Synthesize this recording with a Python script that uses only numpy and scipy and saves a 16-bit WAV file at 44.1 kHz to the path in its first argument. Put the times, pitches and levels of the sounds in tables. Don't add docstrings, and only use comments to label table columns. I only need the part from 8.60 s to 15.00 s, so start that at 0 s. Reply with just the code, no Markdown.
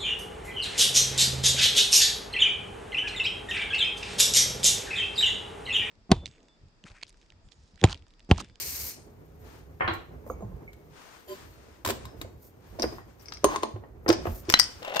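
import sys
import numpy as np
from scipy import signal
from scipy.fft import rfft, irfft
from scipy.io import wavfile
from scipy.ndimage import map_coordinates

SR = 44100
rng = np.random.default_rng(int(sys.argv[2]) if len(sys.argv) > 2 else 0)


def undo_db(level):
    steps = np.asarray(level, float) / 20
    return 10 ** steps


def inscribe(sig):
    pcm = np.round(np.clip(np.atleast_2d(sig).T, -1, 1) * 32767)
    wavfile.write(sys.argv[1], SR, pcm.astype(np.int16))


N = 282240

# pitch_hz, density_db [dB per Hz]
CRACK = [(700, -10.5), (1500, -4), (3000, -7.5), (5000, -9.5), (7500, -18), (10000, -46)]
# pitch_hz, density_db [dB per Hz]
DULL = [(500, -4.5), (1200, 3), (2800, -10.5), (3800, -25), (5300, -50)]
# pitch_hz, level_db, t60_s
GRIPPED = [(2210, 1, .018), (4300, -7.5, 0.016), (4980, 2, 0.055), (5640, 2.5, 0.044), (6190, -6, 0.026),
           (8850, -13.5, 0.043)]


def unit(x):
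    return x / np.sqrt(np.mean(x ** 2) + 1e-20)


def along(points, hz):
    f, v = np.transpose(points)
    return np.interp(np.log(hz + 1), np.log(f + 1), v)


def pan(pan_db):
    return undo_db([[pan_db / 2], [-pan_db / 2]])


def coloured(x, points):
    shape = undo_db(along(points, np.fft.rfftfreq(4096, 1 / SR)))
    cepstrum = irfft(np.log(shape + 1e-6))
    cepstrum[1:2048] *= 2
    cepstrum[2049:] = 0
    kernel = unit(irfft(np.exp(rfft(cepstrum)))) / 64
    return signal.fftconvolve(x, kernel[None], axes=1)[:, :x.shape[1]]


def wobble(rate):
    knots = rng.standard_normal((2, int(N * rate / SR) + 4))
    return np.array([map_coordinates(k, [np.arange(N) * rate / SR]) for k in knots])


def rush(points, alike, pan_db, grain_db, rate):
    a, b = rng.standard_normal((2, N))
    turn = np.arccos(np.clip(alike, 0, 1)) / 2
    pair = np.array([np.cos(turn) * a + np.sin(turn) * b, np.cos(turn) * a - np.sin(turn) * b])
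    grains = undo_db(grain_db * wobble(rate)[0])
    return unit(coloured(pair * grains, points)) * pan(pan_db)


def levels(rows):
    s, *cols = np.transpose(rows)
    return [undo_db(np.interp(np.arange(N) / SR, s, db, left=-120, right=-120)) for db in cols]


def gestures(rows, rest_db, rise, fall):
    # start_s, level_db
    stillness = [
        (0, 2.5),
        (2.3, 3.5),
        (4.7, 2),
        (5.1, -2),
        (5.6, 0),
        (6.4, 4),
    ]
    t = np.arange(N) / SR
    swells = []
    for s, hold, db in rows:
        swells.append(undo_db(db - rise * np.maximum(s - t, 0) - fall * np.maximum(t - s - hold, 0)))
    return np.maximum(np.max(swells, axis=0), undo_db(rest_db) * levels(stillness)[0])


def ringing(modes, t, spread, blur, rise):
    hz, db, t60 = np.transpose(modes)[:, :, None]
    chance = rng.standard_normal((3, len(modes), 1))
    side = np.array([1, -1])[:, None, None]
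    level = undo_db(db + 2 * chance[0] - 60 * t / t60)
    knots = rng.standard_normal((2, len(modes), 400))
    step, part = np.divmod(t * np.clip(blur * hz, 1, 1000), 1)
    before, after = [np.take_along_axis(knots, step[None].astype(int) + k, axis=2) for k in (0, 1)]
    drift = before * (1 - part) + after * part
    flutter = np.exp(-t / 0.0043) + (1 - np.exp(-t / 0.02)) * (0.26 + drift[0] + 1j * drift[1])
    phase = 2 * np.pi * hz * t + 2 * chance[2] + spread * side * chance[1]
    waves = (flutter * np.exp(1j * phase)).imag
    return (level * waves).sum(axis=1) * (1 - np.exp(-t / rise)) ** 2


def struck(contacts, modes, colour, edge_db, pan_db, crack_t60, blur, rise):
    # pitch_hz, level_db, t60_s
    counter = [(230.7, -14, 0.17), (337.7, 3.5, 0.059), (400.6, 0, 0.062), (509, 8.5, 0.025),
               (649.6, 3.5, 0.037), (724, 0, 0.038), (864.6, -13.5, 0.096), (1048.6, -5, 0.055)]
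    # pitch_hz, density_db [dB per Hz]
    edge_colour = [(5000, -16.5), (7500, 14.5), (9000, 6), (13000, 10), (15700, 3), (16300, -21)]
    crack, edge, tones = np.zeros((3, 2, N + SR))
    t = np.arange(SR // 3) / SR
    for s, db, knock_db, ring_db in contacts:
        at = slice(round(s * SR), round(s * SR) + len(t))
        gain = undo_db(db) * pan(pan_db)
        noise = rng.standard_normal((2, 3, len(t)))
        shared_and_own = 0.31 * noise[:, :1] + 0.5 * noise[:, 1:]
        bursts = shared_and_own * undo_db(-60 * t / crack_t60) * (1 - np.exp(-t / rise)) ** 2
        crack[:, at] += gain * undo_db(2.5) * bursts[0]
        edge[:, at] += gain * undo_db(edge_db + 7.5) * bursts[1]
        knock_gain = undo_db(db + knock_db + 1.5) * pan(-2.4)
        tones[:, at] += knock_gain * ringing(counter, t, spread=0.25, blur=0.14, rise=rise + 0.0015)
        tones[:, at] += gain * undo_db(ring_db + 1.0) * ringing(modes, t, spread=0.82, blur=blur, rise=rise)
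    return (coloured(crack, colour) + coloured(edge, edge_colour) + tones)[:, :N]


def hum():
    # pitch_hz, level_db [rms]
    partials = [(156, -64), (416, -67), (230.5, -72.5)]
    t = np.arange(N) / SR
    tones = 0
    for hz, db in partials:
        tones = tones + undo_db(db + 3 + 3 * wobble(9.07)[0]) * np.sin(2 * np.pi * hz * t)
    return tones * (t < 2.36)


def pouring():
    # start_s, level_db
    pour = [
        (0.0, -35.5),
        (0.308, -42.5),
        (0.52, -75.5),
    ]
    # pitch_hz, density_db [dB per Hz]
    grounds = [(880, -32), (2240, -4), (3600, -15), (4150, -3.5), (5790, -2.5), (11000, -3.5), (14300, -35),
               (22000, -120)]
    return levels(pour)[0] * rush(grounds, alike=0.16, pan_db=3.0, grain_db=1.5, rate=110)


def hands():
    # start_s, level_db
    weight = [(0, -50.5), (1.15, -54.5), (1.92, -45.5), (2.1, -52.5), (2.33, -55), (2.38, -74), (2.66, -67),
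              (2.8, -54.5), (3.2, -59.5), (3.4, -45.5), (3.7, -50.5), (4.0, -57.5), (4.32, -47.5),
              (4.55, -55.5), (5.3, -52.5), (5.6, -44.5), (6.0, -51), (6.4, -64)]
    # start_s, hold_s, level_db
    rubs = [(0, 0.29, -55.5), (.87, 0.087, -56.5), (1.345, 0.0049, -59), (2.37, .2, -53),
            (2.77, 0.059, -53), (2.88, 0.28, -60), (3.36, 0.089, -55), (3.58, 0.03, -62), (4.05, 0.21, -61),
            (4.29, 0.045, -54), (4.5, 0.003, -62), (4.62, 0.14, -60), (4.9, 0.066, -47.5),
            (5.63, 0.062, -52), (5.87, .55, -53.5)]
    # pitch_hz, density_db [dB per Hz]
    rumble_colour = [(18, -47.5), (30, -34), (47, -3), (70, -1), (102, -5), (190, -15.5), (250, -40.5),
                     (420, -120)]
    shuffle_colour = [(76, -32), (130, -11), (233, -3), (426, -1.5), (507, -5.5), (2500, -29.5),
                      (3250, -51), (5500, -120)]
    rub_colour = [(530, -5.5), (900, -3), (1500, -5), (3540, -13), (8870, -16.5), (9800, -18),
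                  (12700, -39.5), (21600, -120)]
    rumble, = levels(weight)
    shuffle = undo_db(-56) * (rumble / np.median(rumble)) ** 0.5
    rubbing = gestures(rubs, rest_db=-72.5, rise=183, fall=102)
    return (rumble * rush(rumble_colour, alike=0.89, pan_db=-3, grain_db=2.2, rate=19)
            + shuffle * rush(shuffle_colour, alike=0.41, pan_db=-1.0, grain_db=2.5, rate=31)
            + rubbing * rush(rub_colour, alike=0.037, pan_db=5, grain_db=0.5, rate=180))


def sleeves():
    # start_s, hold_s, level_db
    swishes = [(0, .3, -37), (.8, 0.19, -67), (1.345, 0.0077, -59), (1.68, 0.04, -59.5), (2.4, 0.56, -67.5),
               (3.33, .02, -53), (3.58, 0.045, -64.5), (3.83, 0.047, -57), (4.07, 0.18, -68),
               (4.22, .17, -63), (4.62, .01, -58), (5.44, 0.036, -68), (5.67, .1, -52.5),
               (5.75, 0.045, -48), (5.9, .4, -66), (6.38, .03, -59)]
    # pitch_hz, density_db [dB per Hz]
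    cloth = [(3000, -26), (5000, -15.5), (9500, -12.5), (10200, -8), (11100, -13), (11600, -3.5),
             (15500, -6), (16100, -41)]
    moving = gestures(swishes, rest_db=-76.5, rise=400, fall=390)
    return moving * rush(cloth, alike=0.42, pan_db=0.0, grain_db=2.0, rate=240)


def board():
    # start_s, crack_db, knock_db, ring_db
    landing = [
        (1.1975, -44, -10, -10),
        (1.2068, -24.5, -10, 1.5),
        (1.2214, -34, -12, 1),
        (1.2444, -32.5, -8, -9),
    ]
    rebound = [
        (1.2768, -19, -14, -10.5),
        (1.2837, -22.5, -12, -15),
    ]
    # pitch_hz, level_db, t60_s
    slab = [(436, -6, 0.069), (559, 1, 0.088), (740, 3, .045), (1065, 1, .08), (1378, -4, .08),
            (1790, 2, 0.085), (2116, 1, .04), (2353, -14, .06), (2750, -14, 0.055), (3200, -17, 0.041)]
    # pitch_hz, density_db [dB per Hz]
    open_colour = [(500, -3), (1200, 5), (2200, 1), (3300, -10), (3800, -28), (5000, -33), (5600, -47)]
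    firm = [(500, -4), (1500, 4), (4000, -10), (5000, -26), (7500, -42)]
    wood_and_glass = [(1095, 3, 0.058), (1780, -1, .05), (4040, -16, 0.18)]  # Hz, dB, t60 s
    return (struck(landing, slab, open_colour, edge_db=-56, pan_db=0.0, crack_t60=0.1,
                   blur=0.135, rise=0.0007)
            + struck(rebound, wood_and_glass, firm, edge_db=-47, pan_db=1.0, crack_t60=0.04,
                     blur=0.0228, rise=0.00038))


def clear_rings():
    # start_s, pitch_hz, peak_db, t60_s, pan_db [left over right]
    free = [(5.9398, 4030, -13, .085, 6), (4.2255, 13200, -41, .09, 1.5), (4.2215, 5300, -27, .03, 3),
            (4.2275, 5600, -26, .025, 3), (4.2275, 4000, -29, .02, 3), (4.8432, 9000, -19, .07, -3),
            (4.8432, 1045, -19, .07, 1.5), (4.8432, 400, -14, .07, -3), (4.8436, 560, -16, .06, -3),
            (5.4905, 330, -11, .12, -3), (5.4905, 460, -15, .09, -3), (5.4905, 1060, -22, .07, 1.5),
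            (4.2388, 480, -18, .05, -3), (5.8992, 5300, -18, .025, 7), (5.886, 380, -23, .05, -1.5),
            (3.6135, 3830, -30, .016, 3), (1.6995, 1130, -30, .025, -3), (1.702, 520, -28, .07, -3),
            (1.208, 1810, -30, .09, -1.5), (4.9592, 6400, -29, .025, 3), (5.669, 520, -25, .05, -1.5),
            (6.2785, 620, -28, .035, 5), (6.248, 2760, -40, .22, 4)]
    tones, t = np.zeros((2, N + SR)), np.arange(SR // 4) / SR
    for s, hz, db, t60, pan_db in free:
        tone = undo_db(db - 60 * t / t60) * (1 - np.exp(-t / 0.0006)) * np.sin(2 * np.pi * hz * t)
        tones[:, round(s * SR):][:, :len(t)] += tone * pan(pan_db)
    return tones[:, :N]


def leaning():
    # start_s, peak_db, pitch_hz
    bumps = [(1.241, -30, 96), (1.308, -30.5, 95.5), (1.737, -34, 66.6), (1.839, -31.5, 112),
             (1.825, -35, 201), (1.891, -40.5, 191), (1.941, -41, 130), (3.268, -31, 97), (3.64, -40, 91),
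             (4.237, -32, 70.5), (4.859, -33.5, 64), (5.139, -29, 103), (5.499, -29, 102.6),
             (5.673, -24.5, 88.4), (5.716, -28.5, 48), (5.885, -36.5, 103)]
    low, t = np.zeros(N + SR), np.arange(SR // 4) / SR
    for s, db, hz in bumps:
        swell = (1 - np.exp(-t / 0.0038)) * undo_db(-60 * t / 0.18)
        low[round(s * SR):][:len(t)] += undo_db(db + 2) * swell * np.sin(2 * np.pi * hz * t)
    return low[:N] * undo_db([[-1], [1]])


def scoop():
    # start_s, crack_db, knock_db, ring_db
    clatter = [
        (1.3353, -41.5, -6, -22),
        (2.1301, -50, -5, -33),
        (3.2485, -23.5, 1, -11.5),
        (3.2599, -25, -32, -10.5),
        (3.2737, -25, -4, -8.5),
        (3.2867, -26, 2.5, -20),
        (3.2964, -25, 1, -34),
        (3.3033, -24, -5, -12),
        (3.4523, -41, -10, -2.5),
        (3.6135, -32.5, -1.5, -12),
    ]
    # pitch_hz, level_db, t60_s
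    bowl = [(1010, 13, 0.039), (3830, 0.5, 0.047), (5050, -27, 0.2)]
    return struck(clatter, bowl, CRACK, edge_db=-5.5, pan_db=1.5, crack_t60=0.041, blur=0.049, rise=0.00064)


def cork_in_flask():
    # start_s, crack_db, knock_db, ring_db
    cork = [
        (1.6634, -51.5, 18, -15),
        (1.699, -45, 19, 3),
        (1.806, -52.5, 18.5, -9),
        (1.821, -55.5, 24.5, -25),
        (1.915, -63, 23, -25),
    ]
    neck = [
        (2.077, -57, 0, 25),
    ]
    # pitch_hz, level_db, t60_s
    flask = [(1184, 18.5, 0.025), (1364, 15.5, 0.037), (2250, -1.5, 0.16), (6590, -1.5, 0.15),
             (11700, -21, 0.14), (13540, -27, 0.22)]
    return (struck(cork, flask, DULL, edge_db=-5, pan_db=0, crack_t60=0.021, blur=0.026, rise=0.00094)
            + struck(neck, [(2210, 0, 0.062)], DULL, edge_db=-20, pan_db=-2.0, crack_t60=.01,
                     blur=0.0067, rise=0.0014))


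def lid():
    # start_s, crack_db, knock_db, ring_db
    slides = [
        (2.672, -48.5, 16, 8.5),
        (2.70, -50.5, 11, 9),
        (2.915, -69, 2, 18),
    ]
    # pitch_hz, level_db, t60_s
    cap = [(3120, -1, .1), (4680, -7, .1), (7100, -2, .12), (10300, -2, .1), (11900, 0, .12),
           (13550, -2, .13)]
    return (struck(slides[:2], cap, CRACK, edge_db=-9.5, pan_db=2.0, crack_t60=0.59, blur=0.06, rise=0.009)
            + struck(slides[2:], [(4390, -13.0, 0.33)], DULL, edge_db=-29, pan_db=9, crack_t60=0.11,
                     blur=0.0106, rise=.01))


def tone_swell():
    # pitch_hz, peak_db
    song = [(380, -36), (590, -41), (1020, -45), (3120, -55), (4680, -58)]
    middle_s, half_length_s = 2.72, .019
    t = np.arange(N) / SR
    swell = np.exp(-.5 * ((t - middle_s) / half_length_s) ** 2)
    return swell * sum(undo_db(db + 2.5 * wobble(70)) * np.sin(2 * np.pi * hz * t) for hz, db in song)


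def small_steel():
    # start_s, crack_db, knock_db, ring_db, pitch_hz, t60_s
    flicks = [
        (3.4523, -62, -20, 3, 5150, 0.29),
        (3.614, -46, -17, -8, 3830, 0.015),
    ]
    # start_s, crack_db, knock_db, ring_db
    ticks = [
        (4.1962, -30.5, 3, -0.5),
        (4.6103, -60, -20, 4),
        (4.6567, -48.5, -20, 4.5),
        (4.745, -43, -25, 2),
        (4.757, -51, -24.5, -1),
        (5.8523, -47.5, -21, -8),
        (5.8923, -21.5, -26, -9),
    ]
    pings = [
        (4.2255, -45.5, -20, 8),
        (4.286, -62, -20, 6),
    ]
    shaft = [(13200, -2, .07), (9200, -1, .08)]  # Hz, dB, t60 s
    steel = (struck(ticks, GRIPPED, CRACK, edge_db=-16, pan_db=4.5, crack_t60=0.011, blur=0.13, rise=0.00057)
             + struck(pings, shaft, CRACK, edge_db=-8, pan_db=-1.0, crack_t60=.01, blur=0.0101, rise=.0015))
    for s, db, knock_db, ring_db, hz, t60 in flicks:
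        steel += struck([(s, db, knock_db, ring_db)], [(hz, 0, t60)], CRACK, edge_db=-20, pan_db=5.0,
                        crack_t60=0.0092, blur=0.028, rise=.0006)
    return steel


def wood_taps():
    # start_s, crack_db, knock_db, ring_db
    taps = [
        (3.6464, -50.5, 12.5, -16),
        (4.2387, -27, 1.5, -23),
        (4.3829, -43.5, -12, 4),
        (4.402, -52, -17, -8),
        (5.1598, -47.5, 14, -12),
        (5.237, -47.5, 6, -2),
        (5.462, -35, 8, -0.5),
        (5.6538, -30.5, 5, -12.5),
        (5.668, -28.5, 2.5, -20),
        (5.6735, -43.5, 19, -20),
    ]
    # pitch_hz, level_db, t60_s
    plank = [(754, 5.5, 0.052), (1070, -1, 0.06), (1380, -12, 0.032), (1880, -3, 0.087), (2380, -27, 0.081),
             (3030, -22, 0.092)]
    return struck(taps, plank, DULL, edge_db=-30, pan_db=2.5, crack_t60=0.045, blur=0.11, rise=0.00024)


def grinder_shell():
    # start_s, crack_db, knock_db, ring_db
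    pushes = [
        (4.186, -38.5, 19, -12),
        (5.882, -41.5, 22.5, 3),
    ]
    knocks = [
        (4.2208, -33, 6.5, 6),
        (4.7364, -40, -23, -3),
        (5.4888, -18, 3, -7),
        (5.5193, -32, -16, -13),
        (5.5272, -26, -24, -4),
        (5.899, -12.5, -21, -12.5),
        (5.9226, -21, -32, -15),
    ]
    muffled = [
        (4.2276, -22.5, -2.5, -20),
        (4.6828, -41, -20, 3),
        (4.7209, -27.5, -24, -10),
        (4.7697, -42, -37, 1),
        (5.5004, -10, -1.5, -22),
        (5.5328, -24, -9, -24),
    ]
    grazes = [
        (4.32, -46.5, 18.5, -11),
        (4.595, -63, -6, 9),
        (5.479, -20, 6.5, -5),
    ]
    # pitch_hz, level_db, t60_s
    tube = [(4260, -7, 0.029), (4640, -9, 0.061), (4980, 7, 0.058), (5680, 5, 0.049), (6130, -2, 0.041),
            (6740, -23, 0.094), (8700, -6.5, 0.054), (14100, -24, 0.0588)]
    blur = .17
    return (struck(pushes, tube, CRACK, edge_db=-16, pan_db=-2, crack_t60=0.15, blur=blur, rise=0.0057)
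            + struck(knocks, tube, CRACK, edge_db=-6.0, pan_db=4.0, crack_t60=0.018, blur=blur, rise=0.00048)
            + struck(muffled, GRIPPED, CRACK, edge_db=-31, pan_db=7, crack_t60=0.023, blur=blur, rise=0.0011)
            + struck(grazes, tube, CRACK, edge_db=-16.0, pan_db=10.5, crack_t60=0.044, blur=blur,
                     rise=0.0035))


def crank():
    # start_s, crack_db, knock_db, ring_db
    strikes = [
        (4.8429, -17.5, 3, -0.8),
        (4.959, -25, -7, -6),
        (5.0319, -23.5, 4.5, -10.5),
    ]
    lead_ins = [
        (4.834, -50.5, 19.6, -17),
        (5.025, -38, 6, -9),
    ]
    # pitch_hz, level_db, t60_s
    handle = [(1048, 9, 0.056), (4260, -19, 0.1), (6390, 4, 0.02), (7220, -7, 0.035), (8930, 0, 0.05)]
    return (struck(strikes[:1], handle, CRACK, edge_db=-8.0, pan_db=4.0, crack_t60=0.031,
                   blur=.1, rise=0.00018)
            + struck(strikes[1:] + lead_ins, handle, CRACK, edge_db=-20.0, pan_db=6.0, crack_t60=0.033,
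                     blur=0.163, rise=0.0006))


def crank_rattle():
    # start_s, level_db
    rattle = [
        (4.85, -48),
        (4.88, -38),
        (4.92, -31),
        (4.955, -36),
        (5.02, -58),
    ]
    # pitch_hz, density_db [dB per Hz]
    loose = [(500, -19), (900, -10.5), (1050, -5), (1300, -16.5), (4000, -32), (11000, -41)]
    return levels(rattle)[0] * rush(loose, alike=0.85, pan_db=0.5, grain_db=2.5, rate=59)


def lifting():
    # start_s, crack_db, knock_db, ring_db
    jar = [
        (5.9393, -2, -33.5, -2.5),
        (5.9727, -26, -12, -4),
    ]
    clacks = [
        (5.9905, -18.5, -22, -4),
        (5.9965, -9, -31, -1.5),
        (6.01, -34, -17, 7),
        (6.029, -36, -24, 7),
        (6.039, -37, -22, 7),
    ]
    # pitch_hz, level_db, t60_s
    glass = [(1924, -5, 0.025), (3010, -2, 0.022), (4030, -12, 0.03), (4500, -4, 0.015)]
    burr = [(1958, -4, 0.032), (4710, 4, 0.065), (5150, 3, 0.055), (5590, 3, 0.053), (6360, -11, 0.053),
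            (8357, -9.5, .04), (8900, -6.5, 0.053)]
    return (struck(jar, glass, CRACK, edge_db=-24.0, pan_db=2, crack_t60=0.016, blur=0.0049, rise=0.00012)
            + struck(clacks, burr, CRACK, edge_db=-4, pan_db=8.5, crack_t60=0.013, blur=0.081, rise=0.00047))


def thread_scrape():
    # start_s, level_db
    unscrew = [
        (6.22, -48),
        (6.26, -39),
        (6.31, -40),
        (6.36, -36),
        (6.4, -40),
    ]
    # pitch_hz, density_db [dB per Hz]
    scrape = [(250, -24), (550, 2), (800, -6.5), (1300, -10), (3000, -9.5), (6000, -40)]
    return levels(unscrew)[0] * rush(scrape, alike=0.9, pan_db=4.5, grain_db=5.5, rate=130)


def thread_catching():
    # start_s, crack_db
    catches = [(6.2276, -32), (6.2477, -29.5), (6.2785, -31), (6.2968, -36), (6.317, -42.5), (6.339, -29),
               (6.346, -25), (6.3596, -20), (6.3638, -23.5), (6.3668, -16), (6.3944, -15)]
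    # pitch_hz, level_db, t60_s
    thread = [(602, 5.5, 0.016), (806, 4, 0.043), (1016, -4, 0.035), (2750, -8, 0.14), (3630, 1.5, 0.017)]
    contacts = [(s, db, -17.5, -3.5) for s, db in catches]
    return struck(contacts, thread, CRACK, edge_db=-16.5, pan_db=4.0, crack_t60=0.021,
                  blur=0.012, rise=0.00065)


def room(x):
    # pitch_hz, t60_s
    kitchen = [(150, 0.53), (1000, 0.35), (4000, 0.39), (9000, 0.32), (11000, 0.1)]
    wet, step = np.zeros((2, N + 2 * SR)), SR // 4
    for start in range(0, N, step):
        hz, t, z = signal.stft(rng.standard_normal((2, SR // 2)), SR, nperseg=256)
        decay = undo_db(-60 * t / along(kitchen, hz)[:, None])
        tail = signal.istft(z * decay, SR, nperseg=256)[1]
        tail = tail / np.linalg.norm(tail[0])
        answer = signal.fftconvolve(x[None, start:start + step], tail, axes=1)
        wet[:, start + 200:][:, :answer.shape[1]] += answer
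    return wet[:, :N]


def scene():
    near = (scoop() + cork_in_flask() + lid() + small_steel() + wood_taps() + grinder_shell() + crank()
            + thread_catching())
    far, close = board(), lifting()
    echo = room((undo_db(-9.5) * near + undo_db(-0.7) * far + undo_db(-14) * close).mean(axis=0))
    friction = hands() + pouring() + crank_rattle() + thread_scrape()
    mix = near + far + close + echo + friction + leaning() + hum() + clear_rings() + tone_swell()
    right_lag = 10
    return np.array([mix[0], np.roll(mix[1], right_lag)]) + sleeves()


def low_pass(x):
    return signal.sosfilt(signal.butter(12, 16450, fs=SR, output="sos"), x)


def record(dry):
    # pitch_hz, level_db
    treble = [(7200, 1), (7650, -8.5), (8100, 0), (9700, -3.5), (10400, -11), (11000, -14), (11500, -1)]
    hz = np.fft.rfftfreq(N, 1 / SR)
    heard = irfft(rfft(dry) * undo_db(along(treble, hz)), N)
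    return low_pass(np.clip(heard, -1, 1))


dry = scene()
out = record(dry)
inscribe(out)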